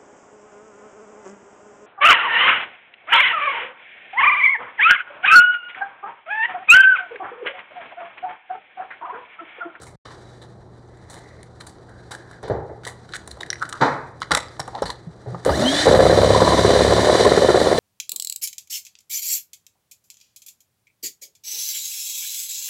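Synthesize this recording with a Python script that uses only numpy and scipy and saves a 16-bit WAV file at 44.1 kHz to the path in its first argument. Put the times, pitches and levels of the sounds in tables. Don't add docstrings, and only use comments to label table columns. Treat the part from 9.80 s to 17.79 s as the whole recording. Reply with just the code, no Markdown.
import sys
import numpy as np
from scipy import signal
from scipy.fft import rfft, irfft, next_fast_len
from scipy.io import wavfile
from scipy.ndimage import uniform_filter1d, minimum_filter1d

SR = 44100
rng = np.random.default_rng(int(sys.argv[2]) if len(sys.argv) > 2 else 0)


def waveform_to_disk(signal):
    frames = np.transpose(np.atleast_2d(signal))
    scaled = np.clip(frames, -1, 1) * 32767
    samples = np.round(scaled).astype(np.int16)
    wavfile.write(sys.argv[1], SR, samples)


def ratio_of_db(decibels):
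    return 10 ** (np.asarray(decibels, float) / 20)


N = 352359
TIME_S = np.arange(N) / SR
TOP_SPEED = 357.6

# t/s, angle/turns
BEATER_TURNS = [
    (6.0207, 0),
    (6.2695, 4),
    (6.5066, 8),
    (6.6217, 10),
    (7.08, 18),
    (7.1923, 20),
    (7.3003, 22),
    (7.4104, 24),
    (7.9725, 34),
]
# f/Hz, density/dB per Hz
HISS_SPECTRUM = [(710, -44), (1200, 4.5), (1310, 3.5), (1810, 6), (2710, -14.5), (2980, -8.5), (3250, -5.5),
                 (4080, 0), (5180, -11), (5530, -11.5), (7100, -15), (9210, -16.5), (11700, -31),
                 (13000, -43), (16000, -41)]
# width/Hz, lift or dip/dB
HOUSING_PEAKS = [(150, 3.5), (246, 0), (150, -3.5), (180, 6), (120, -6), (160, 3.5), (180, 4.5), (90, 1.5),
                 (150, -9), (250, 5), (250, -3), (200, 7), (150, 7), (200, 0.5), (130, 7.5), (280, 7.5),
                 (150, 3.5), (250, 4.5)]
# f/Hz, density/dB per Hz
KNOCK_SPECTRUM = [(35, -59), (60, -43), (130, 2), (212, -6.5), (290, 0), (356, -6), (466, 5), (619, -1.5),
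                  (876, 4), (1870, -5.5), (2600, -23), (3380, -112), (5720, -120)]


def in_time(rows):
    s, *columns = np.transpose(rows)
    return [np.interp(TIME_S, s, c) for c in columns]


def rms_one(x):
    return x / np.sqrt(np.mean(x ** 2) + 1e-20)


def comb_db(hz, peaks):
    centres_hz = [1760, 2420, 2720, 3010, 3280, 3630, 4010, 4210, 4390, 4720, 5200, 5570, 5980, 6400, 6740,
                  7640, 8500, 9150]
    return sum(level_db / (1 + (2 * (hz - centre_hz) / width_hz) ** 2)
               for centre_hz, (width_hz, level_db) in zip(centres_hz, peaks))


def noise(spectrum, peaks=(), low_hz=0, high_hz=SR):
    size = next_fast_len(N)
    hz = np.arange(size // 2 + 1) * SR / size + 1
    point_hz, point_db = np.transpose(spectrum)
    gain = ratio_of_db(np.interp(np.log(hz), np.log(point_hz), point_db) + comb_db(hz, peaks))
    gain = gain / (1 + (low_hz / hz) ** 6) / (1 + (hz / high_hz) ** 6)
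    return rms_one(irfft(gain * rfft(rng.standard_normal(size)), size)[:N])


def drift(rate):
    r = np.exp(-80 * np.pi * rate / SR)
    slow = signal.lfilter([1], [1, -2 * r, r * r], rng.standard_normal(N // 40 + 2002))[2000:]
    return np.interp(np.arange(N) / 40, np.arange(len(slow)), rms_one(slow))


def ring(clicks, hz, t60_s):
    r, w = ratio_of_db(-60 / (t60_s * SR)), 2 * np.pi * hz / SR
    return signal.lfilter([0, np.sin(w)], [1, -2 * r * np.cos(w), r * r], clicks + 1e-18)


def blow(s, t60_s, rise_s):
    t = np.arange(int(.6 * SR)) / SR
    start = round(s * SR)
    fade = (1 - np.exp(-t / rise_s)) * ratio_of_db(-60 * t / max(t60_s, .005))
    return slice(start, start + len(t)), t, fade


def knocks():
    # f/Hz, level/dB, t60/s
    bowl_modes = [(365, 0, .07), (415, 0, .06), (465, -2, .05), (522, 0, .06), (575, -1, .05),
                  (640, -1, .04), (760, 0, .03)]
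    # f/Hz, level/dB, t60/s
    rim_modes = [(993, 4.5, 0.03), (1115, -13, 0.13), (1780, -17, 0.0086)]
    # t/s, favoured ring f/Hz, rim level/dB
    contact = [(6.05, 525, -28), (6.34, 546, -37), (6.62, 500, -20), (6.73, 403, -19.5), (6.85, 408, -27.5),
               (6.91, 440, -31), (7.13, 408, -29.5), (7.35, 403, -24), (7.41, 520, -31), (7.46, 428, -31),
               (7.75, 373, -44), (7.8, 477, -45), (7.86, 428, -37), (7.99, 472, -31)]
    force_rows = [(-12.0, -16.5, -7, 3), (1, -8, -1.5, -5), (2, -24, -10, -0.5), (-3, -4.5, -10, -3),
                  (-5, -26, -2, -6.5), (-1, -22, -11.5, -5), (-4.5, -14, -6, -5), (-4, -24, -8.5, -11),
                  (-3, -19.5, -7, -14), (-3, -10, -24, -27), (-2, -15, -19, -24), (-6, -20, -10, -17),
                  (-6, -12, -13, -26), (-4.5, -11, -17, -17), (-3, -23, -10, -6.5), (-3.5, -12, -6.5, -7.5),
                  (-4.5, -6.5, -7.5, -4), (-7, -19, -5, -10.5), (-5.5, -11, -6, -4.5), (-5, -17, -8, -8.5),
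                  (-6, -21, -13.5, -23), (-7.5, -16, -6, -14), (-3, -15, -7, -9), (-4, -11, -12, -6),
                  (-4, -8, -18, -7), (2, -14, -13.5, -9), (-1.5, -8.5, -13, -13), (-1, -12, -31, -5),
                  (-7, -5, -19, -12), (-0.5, -6.5, -22, -13), (-1, -7.5, -6.5, -13), (-8, -4.5, -12, -18),
                  (-8, -5.5, -12, -14), (-7.5, -5, -12, -16)]
    late_ms = [(-4.4, 3.8, 7.1, 3.6), (-0.8, -5.7, 0.3, 0.7), (-1.4, 1.8, 0.1, 1.6), (-1.0, 6.3, 0.6, 1.8),
               (-1.6, -4.5, 0.5, 2.2), (-0.2, -3.0, 1.9, 3.9), (0.2, 3.4, 1.0, 2.7), (1.0, -4.7, 0.3, 2.6),
               (-0.8, -3.8, 0.1, 2.3), (-0.7, -5.4, 1.7, -1.8), (-0.7, -5.7, -0.7, 7.5),
               (-0.6, 2.8, 1.0, 1.4), (-1.2, -5.7, 5.5, 2.4), (-0.9, 7.5, -0.3, 1.9),
               (-1.2, -5.7, 1.0, 0.8), (-1.8, -5.7, -0.3, 1.4), (-1.6, -5.7, -0.6, 1.2),
               (-1.8, -5.7, -0.6, 1.6), (-0.6, 6.3, 0.5, 2.7), (0.7, 6.5, 3.4, 4.8),
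               (1.7, -5.3, -0.7, -0.6), (-0.6, -3.8, -0.0, 2.3), (-1.7, 5.6, 1.7, 7.5),
               (-0.9, 6.4, 0.4, 1.4), (-1.3, 5.1, 5.8, 0.0), (-1.7, -5.7, -4.6, 4.8),
               (-2.4, -0.6, -1.0, -4.3), (-2.2, -0.9, 0.2, 1.9), (-1.9, -1.2, 1.1, 7.5),
               (-1.6, -1.7, 3.2, -2.1), (-0.7, -1.4, 0.0, -5.7), (0.1, -1.2, 0.9, 5.4),
               (2.0, -1.6, -0.7, 2.4), (0.4, -1.5, 6.3, -2.1)]
    other_blades_hz, touch_gap_s, bounce_s = 520, 0.001885, .0065
    slap_db, slap_hz, slap_t60_s = -4.5, 703, 0.029

    s, turns = np.transpose(BEATER_TURNS)
    quarter = np.arange(2, 4 * turns[-1], dtype=int)
    when_s = np.interp(quarter / 4, turns, s) - .0027 + np.ravel(late_ms)[quarter] / 1000
    force_db = np.ravel(force_rows)[quarter]
    at = (when_s * SR).astype(int)
    favoured_hz, rim_db = (c[at] for c in in_time(contact))
    favoured_hz[quarter % 4 > 0] = other_blades_hz

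    shares = np.array([ratio_of_db(db - 100 * np.log2(hz / favoured_hz) ** 2 + rng.normal(0, 1.8, len(at)))
                       for hz, db, _ in bowl_modes])
    heights = [*(ratio_of_db(1.47 * force_db + 5.5) * shares / shares.sum(0))]
    bent_db = np.where(quarter % 4 == 3, 9.0, 1.5)
    heights += [ratio_of_db(rim_db + db + bent_db) for _, db, _ in rim_modes]

    out = np.zeros(N)
    for (hz, _, t60_s), height in zip(bowl_modes + rim_modes, heights):
        clicks = np.zeros(N)
        clicks[at] = height
        clicks[at + round(bounce_s * SR)] = height * rng.normal(0, .2, len(at))
        out -= ring(clicks, hz, t60_s)
    out = ratio_of_db(-2.5) * (out + ratio_of_db(-2.5) * np.roll(out, round(touch_gap_s * SR)))
    slaps = np.zeros(N)
    slaps[at] = ratio_of_db(1.3 * force_db + slap_db)
    out = out - ring(slaps, slap_hz, slap_t60_s)
    return signal.sosfilt(signal.butter(2, [290, 1200], "band", fs=SR, output="sos"), out)


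def motor_speed():
    switch_s, quick_share, quick_s, quick_shape, slow_s = 5.6223, .6385, .147, 1.45, .4068
    swing_turns_per_s, eases_s, period_s = 6.56, 6.6035, 2.05
    on_s = np.maximum(TIME_S - switch_s, 0)
    short = quick_share * np.exp(-(on_s / quick_s) ** quick_shape)
    short = short + (1 - quick_share) * np.exp(-on_s / slow_s)
    swing = swing_turns_per_s * np.cos(2 * np.pi * (TIME_S - eases_s) / period_s)
    return np.maximum(TOP_SPEED * (1 - short) + swing, 1)


def vent_hiss(speed, shaft, turn, slosh):
    # t/s, level at full speed/dB
    air = [(5.66, -23), (5.86, -24), (6.04, -19.5), (6.2, -27), (6.75, -24.5), (7.1, -25.5), (7.3, -24),
           (7.42, -22.5), (7.52, -26.5), (7.75, -27), (7.99, -29.5)]
    air_db = in_time(air)[0] + 20 * 2.15 * np.log10(speed / TOP_SPEED)
    throb_db = np.cos(shaft) + np.cos(4 * turn) + 0.34 * np.cos(turn) + 1.03 * drift(38)
    throb = ratio_of_db(throb_db) + 0.28 * slosh
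    hiss = ratio_of_db(air_db) * throb * noise(HISS_SPECTRUM, HOUSING_PEAKS, 1740)
    hiss += ratio_of_db(-45) * noise(HISS_SPECTRUM, (), 7300)
    slow = np.clip((350 - speed) / 90, 0, 1)
    hiss += ratio_of_db(-54) * slow * noise([(11000, -17), (12500, -2), (15500, -8)])
    hiss += ratio_of_db(-17) * slosh * ratio_of_db(3.4 * drift(230)) * noise(HISS_SPECTRUM, (), 630, 2600)
    return hiss


def motor_whine(speed, shaft):
    # multiple of shaft, level/dB
    fan_lines = [(4, -12), (6, -12), (8, -8), (12, 4), (16, -6), (18, -4), (20, -4), (24, 2), (30, 1),
                 (36, 1), (42, 2), (48, 3), (54, 2)]
    strain_db = -49 + 15 * np.clip((345 - speed) / 70, 0, 1)
    strain_db = strain_db + 20 * np.log10(np.minimum(speed / 250, 1))
    whine = 0
    for k, db in fan_lines:
        hz = k * speed
        vent = 1 + 4 * (k == 12) / (1 + ((hz - 3170) / 150) ** 2)
        colour_db = np.interp(hz, *np.transpose(HISS_SPECTRUM)) + 1.5 * comb_db(hz, HOUSING_PEAKS)
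        level = ratio_of_db(db + strain_db + colour_db + 4.5 * drift(40)) * vent
        whine += level * np.sin(k * shaft + (.45 + k / 70) * drift(80))
    bars = ratio_of_db(-57 + 4 * np.clip((345 - speed) / 30, 0, 1) + 2.5 * drift(30)) * speed / 350
    return whine + bars * np.sin(36 * shaft + .45 * drift(80))


def batter_churn(slosh):
    # f/Hz, density/dB per Hz
    churn_spectrum = [(24, -47), (40, -30), (80, -21), (283, -19.5), (389, -14.5), (439, -25), (613, -11),
                      (781, -22), (1500, -29), (1950, -63), (3300, -120)]
    return ratio_of_db(-23 + 1.6 * drift(22)) * (1 + 5.5 * slosh) * noise(churn_spectrum, (), 0, 1800)


def shaft_hum(speed, shaft):
    shiver = 1 / (1 + ((speed - 256) / 38) ** 2)
    return ratio_of_db(-19 + 2.5 * drift(15)) * shiver * np.sin(shaft)


def counter_shake(turn):
    shake_lines = [(4, 6), (6, 7), (10, 5.5), (14, 0.5), (2, -50)]
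    level_db = -23.5 + 3.5 * np.exp(-np.abs(TIME_S - 6.09) / 0.042)
    level_db = level_db - 10.5 * np.clip((TIME_S - 7.23) / 0.016, 0, 1)
    shake = sum(ratio_of_db(db + level_db - 7 + 2 * drift(6.5)) * np.sin(k * turn + 0.35 * drift(2.2))
                for k, db in shake_lines)
    lurch = 1 + 0.22 * np.cos(turn - 1.5)
    dipped = np.clip((TIME_S - 6.04) / 0.057, 0, 1)
    return dipped * lurch * shake


def mixer(bowl):
    speed = motor_speed()
    shaft = 2 * np.pi * np.cumsum(speed) / SR
    turn = 2 * np.pi * in_time(BEATER_TURNS)[0]
    slosh = signal.lfilter([.008], [1, -.992], np.abs(bowl))
    started = np.clip((TIME_S - 5.648) / 0.015, 0, 1)
    air = vent_hiss(speed, shaft, turn, slosh) + motor_whine(speed, shaft)
    return started * (air + batter_churn(slosh) + shaft_hum(speed, shaft) + counter_shake(turn))


def shells():
    # t/s, peak level/dB, ring f/Hz, sharp edge level/dB
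    scuffs = [(0.015, -39.5, 1396, 5), (0.066, -40, 2120, 1), (0.2533, -32.5, 1160, -21),
              (.305, -37, 980, -27), (0.349, -59, 1120, -25), (0.616, -38.5, 3800, -5.5),
              (1.298, -37, 4020, 8), (1.328, -37, 3880, -3), (1.366, -42.5, 1220, -5),
              (1.802, -36.5, 1380, -2), (1.865, -41, 4600, 4.5), (2.308, -26.5, 1490, -2.5),
              (3.0654, -26.5, 1934, 0.5), (3.344, -42, 1694, 6), (3.814, -43, 1410, 4),
              (4.977, -32, 1234, -28), (5.0548, -25.5, 4300, -6), (5.094, -34, 4100, -14)]
    # t/s, peak level/dB, ring f/Hz, sharp edge level/dB
    snaps = [(1.075, -56, 6000, -6), (1.172, -53, 7500, -1), (1.6297, -36, 1950, 1.5),
             (1.807, -34, 1230, -7), (1.867, -36, 7200, 4), (1.984, -40.5, 1370, -27),
             (2.0925, -45, 1850, 1), (2.141, -50, 1380, -12), (2.53, -41, 1550, -12),
             (2.3486, -23, 1630, -6), (3.035, -31, 1460, -8), (3.05, -22.5, 1800, -4),
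             (3.29, -30.5, 1450, -8), (3.3215, -31, 3980, -7), (3.3358, -16.5, 1480, -18),
             (3.356, -23.5, 1790, -3), (3.4564, -48, 1840, -2), (3.586, -34, 1960, -8),
             (3.825, -25, 1420, -15), (3.852, -31, 1410, -19), (3.9522, -38, 1250, -13),
             (3.9737, -35, 1210, -7), (4.403, -41.5, 5000, 4), (4.765, -43, 1210, -22),
             (4.929, -44, 900, -19), (4.951, -26.5, 900, -17), (3.5094, -25, 4100, 3.5),
             (3.63, -22.5, 1870, -13), (3.662, -32, 1990, -6), (3.702, -14.5, 5700, -10),
             (3.704, -53, 2000, -18), (3.7293, -21, 1970, -8), (3.7567, -33, 1920, -30),
             (3.796, -31.5, 5800, -7), (3.8911, -21.5, 1400, 4), (3.926, -25.5, 1260, -2),
             (4.412, -35, 3560, -4), (4.418, -16.5, 1290, -18), (4.428, -15.5, 1910, -14),
             (4.683, -37.5, 4800, -8), (4.814, -29, 1520, -14), (5.102, -18, 4100, -3),
             (5.66, -36, 11500, 6), (6.111, -16, 7700, -5)]
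    # t/s, peak level/dB, ring f/Hz, sharp edge level/dB, body level/dB
    taps = [(2.5116, -40, 1430, -1, -10), (2.629, -38.5, 1810, 3.5, 3), (2.6783, -30, 1550, -5.5, 0.5),
            (3.475, -31, 3950, 8.5, -7.5), (3.571, -46, 1370, 0, 6), (3.605, -16.5, 3760, -4, -16.5),
            (4.508, -12, 1355, -12, -2.5), (4.512, -9, 1070, -10, -15), (4.5158, -5.5, 1394, -10, -25),
            (4.535, -13, 1450, -13, -15), (4.5485, -9.5, 1490, -4.5, -12.5), (4.5708, -12, 1984, -1, -9.5),
            (4.794, -24, 1484, 1, 0.5), (4.799, -24, 5500, -7, -19), (4.877, -29.5, 1590, -4, 3),
            (5.02, -28, 3870, 2, 6.5), (5.026, -22.5, 5500, -15, -3.5), (5.5454, -35, 1290, -35, 8),
            (5.649, -16, 985, -1, -11), (5.655, -13, 1455, -8.5, -17), (5.691, -22.5, 1740, -3, 8)]
    cracks = [(*row, -11.5, 0.15) for row in scuffs]
    cracks += [(*row, -38, 0.03) for row in snaps]
    cracks += [(*row, 0.035) for row in taps]

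    bright = noise(HISS_SPECTRUM, HOUSING_PEAKS, 1500, 7000)
    sharp = noise(HISS_SPECTRUM, HOUSING_PEAKS, 7000)
    dull = noise(KNOCK_SPECTRUM, (), 200, 1500)
    crumbs, grit = ratio_of_db(9.5 * drift(106)), ratio_of_db(2 * drift(200))
    wobbles = drift(150), drift(390)
    out = np.zeros(N)
    for s, peak_db, ring_hz, sharp_db, body_db, t60_s in cracks:
        at, t, fade = blow(s, t60_s, 0.019 * t60_s)
        tail = ratio_of_db(-9) * grit[at] * blow(s, 1.5 * t60_s, 0.0012)[2]
        wobble = wobbles[int(ring_hz > 3000)][at]
        clear = t60_s < .08
        tone = (.8 * clear + .8 * wobble) * np.sin(2 * np.pi * ring_hz * t)
        shell = 0.65 * (fade + .4 * tail) * bright[at] + (fade + tail) * tone
        edge = ratio_of_db(sharp_db - 13) * (fade + 0.7 * tail) * sharp[at]
        crumble = crumbs[at] ** min(.55, 0.046 / t60_s)
        out[at] += crumble * ratio_of_db(peak_db) * (ratio_of_db(-7) * shell + edge)
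        out[at] += ratio_of_db(peak_db + body_db + 2) * blow(s, 1.77 * t60_s, 0.00054)[2] * dull[at]
    return out


def creaks():
    # t/s, level/dB, f/Hz
    shell_creaks = [
        [(3.795, -53, 1400), (3.828, -21, 1400), (3.87, -54, 1380), (3.915, -49, 1350), (3.94, -32, 1303),
         (3.99, -31.5, 1250)],
        [(4.93, -36, 797), (4.992, -29, 795), (5.0, -53, 797)],
    ]
    # t/s, level/dB, f/Hz
    squeaks = [
        [(1.1, -61, 1860), (1.35, -57, 1960), (1.64, -55.5, 1945), (1.68, -68, 1900)],
        [(.45, -70, 3500), (.55, -72, 3490), (.61, -65, 3480)],
        [(.44, -61, 3920), (.52, -61, 3850), (.58, -72, 3830)],
        [(2.08, -51, 1496), (2.322, -56, 1687), (2.6, -46, 1614)],
    ]
    out = 0
    for rows in shell_creaks + squeaks:
        level_db, hz = in_time(rows)
        on = uniform_filter1d(1. * (TIME_S > rows[0][0]) * (TIME_S < rows[-1][0]), size=400)
        if rows[0][2] < 3000:
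            slips = drift(170) * ratio_of_db(3.5 * drift(40))
        else:
            slips = ratio_of_db(3 * drift(40))
        out = out + on * ratio_of_db(level_db - 1) * slips * np.sin(2 * np.pi * np.cumsum(hz) / SR)
    return out


def dings():
    # t/s, level/dB, f/Hz, t60/s
    ding_events = [(4.016, -12, 487, 0.098), (7.982, -2, 473, .04), (4.427, -15, 1100, 0.018),
                   (4.511, -20, 1050, 0.056), (4.794, -25, 536, 0.045), (4.878, -24, 1070, .03),
                   (5.0205, -1.5, 553, 0.024), (5.094, -16.5, 1022, .03), (5.103, -15, 970, 0.022),
                   (5.6615, -5.5, 510, 0.043), (5.679, -8, 533, 0.061), (5.696, -18, 700, 0.026),
                   (6.546, -6.5, 996, 0.055), (6.604, -23, 1000, .05), (6.66, -14, 1020, .04),
                   (7.45, -5.5, 1047, 0.063)]
    out = np.zeros(N)
    for s, level_db, hz, t60_s in ding_events:
        at, t, fade = blow(s, t60_s, .0016)
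        out[at] += (ratio_of_db(level_db) * fade * np.sin(2 * np.pi * hz * t))[:N - at.start]
    return out


def bumps():
    # t/s, level/dB, f/Hz, t60/s
    bump_events = [(2.691, -33, 75.5, 0.53), (3.5, -36, 66.6, 0.45), (4.05, -28, 140, .6),
                   (4.515, -22, 70, 0.15), (4.518, -16, 163, 0.097), (4.8, -11, 133, 0.042),
                   (4.801, -24, 320, .05), (5.025, -30, 52, 0.36), (5.03, -21.5, 90, 0.1),
                   (5.031, -24, 170, .14), (5.268, -15.5, 162.6, 0.09), (5.47, -20, 122.6, 0.38),
                   (5.521, -22, 173, 0.19), (5.66, -15, 280, .17), (5.7, -12.5, 71, 0.23)]
    out = np.zeros(N)
    for s, level_db, hz, t60_s in bump_events:
        at, t, fade = blow(s, t60_s, .012)
        out[at] += ratio_of_db(level_db) * fade * np.sin(2 * np.pi * hz * t)
    return out


def thuds():
    # f/Hz, density/dB per Hz
    soft_spectrum = [(29, -60), (50, -29), (71, 0), (135, 4), (218, -17), (422, 6.5), (670, -5), (778, 0),
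                     (1060, -15.5), (1900, -21.5), (2600, -47), (3380, -84), (5720, -120)]
    # t/s, level/dB, brightness/dB
    soft_blows = [
        (2.634, -32, -9.5),
        (2.697, -19, -32),
        (2.89, -39, -41),
        (3.6, -41.5, -30),
        (5.46, -33.5, -39),
        (5.66, -21.5, -9),
    ]
    # t/s, level/dB, brightness/dB
    hard_blows = [
        (4.005, -28.5, -24),
        (4.011, -20.5, -3.5),
        (4.021, -20, -41),
    ]
    high, out = noise(HISS_SPECTRUM, HOUSING_PEAKS, 720, 7500), np.zeros(N)
    for blows, spectrum in ((soft_blows, soft_spectrum), (hard_blows, KNOCK_SPECTRUM)):
        low = noise(spectrum)
        for s, level_db, bright_db in blows:
            at, _, fade = blow(s, 0.56, 0.0063)
            treble = ratio_of_db(bright_db) * blow(s, 0.37, 0.00035)[2] * high[at]
            direct = ratio_of_db(5.5) * blow(s, 0.038, 0.0032)[2] * low[at]
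            out[at] += ratio_of_db(level_db) * (fade * low[at] + treble + direct)
    return out


def kitchen(x):
    t60_s, wall_cut_hz = .45, 9000
    size = next_fast_len(N + SR)
    w = 2 * np.pi * np.arange(size // 2 + 1) / size
    t60_s = t60_s / (1 + w * SR / 2 / np.pi / wall_cut_hz)
    answer = 0
    for k, lag in enumerate(rng.uniform(.011, .04, 10) * SR):
        loop = ratio_of_db(-60 * lag / SR / t60_s) * np.exp(-1j * w * round(lag))
        answer = answer + (-1) ** k * loop / (1 - loop)
    return irfft(answer * rfft(x, size), size)[:N] / 3


def background():
    # t/s, level/dB
    hands = [(0, -57.5), (.11, -68), (.31, -56.5), (.77, -69), (1.1, -68.5), (1.46, -60.5), (1.66, -66.5),
             (2.54, -62), (2.81, -70.5), (3.39, -60), (3.69, -61.5), (4.07, -52), (4.27, -65.5),
             (4.67, -59.5), (4.98, -58), (5.15, -64), (5.32, -65), (5.64, -56.5)]
    # t/s, level/dB
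    hum_swells = [(0, -50), (.5, -45.5), (1.2, -47.5), (1.8, -48.5), (1.95, -53), (2.1, -46), (2.6, -47),
                  (3.2, -45), (3.35, -50), (4.2, -47.5), (5.6, -45)]
    # f/Hz, density/dB per Hz
    floor_spectrum = [(15, -54), (25, -12.5), (91, -4), (122, -22), (146, -7), (293, -15), (334, -11.5),
                      (598, -19.5), (726, -19), (1200, -28), (1560, -35.5), (2640, -120)]
    high_db, = in_time(hands)
    busy_db = high_db + 60.5
    cloth_db, room_db = -57.5 + busy_db, -48.5 + 0.24 * busy_db
    rustle = ratio_of_db(high_db) * noise(HISS_SPECTRUM, HOUSING_PEAKS, 3500)
    rustle += ratio_of_db(cloth_db) * noise(HISS_SPECTRUM, (), 670, 3450)
    rustle *= ratio_of_db(2 * drift(27))
    room = ratio_of_db(room_db) * noise(floor_spectrum, (), 260) + ratio_of_db(-49.5) * noise(floor_spectrum, (), 0, 266)
    hum = ratio_of_db(in_time(hum_swells)[0] + 1.2 * drift(2.5)) * np.sin(2 * np.pi * 119.5 * TIME_S)
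    return rustle + room + hum


def scene():
    bowl = knocks()
    near = shells() + creaks()
    far = dings() + bumps() + thuds()
    echo = kitchen(ratio_of_db(-12.5) * near + ratio_of_db(-54) * bowl)
    return (bowl + mixer(bowl) + near + far + background() + echo)[None]


def band_limit(x):
    return signal.sosfilt(signal.butter(12, 15800, fs=SR, output="sos"), x)


def record(dry):
    gap_start_s, gap_end_s = .157, .251
    on = 1 - uniform_filter1d(1. * (TIME_S > gap_start_s) * (TIME_S < gap_end_s), size=150)
    cut = signal.sosfilt(signal.butter(2, 48, "high", fs=SR, output="sos"), dry * (on + 1e-4))
    limit = minimum_filter1d(np.minimum(1, .9 / (np.abs(cut) + 1e-9)), size=201)
    limited = cut * uniform_filter1d(limit, size=101)
    mix = signal.sosfilt(signal.cheby2(16, 60, 16380, fs=SR, output="sos"), limited)
    return band_limit(mix)


dry = scene()
out = record(dry)
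waveform_to_disk(out)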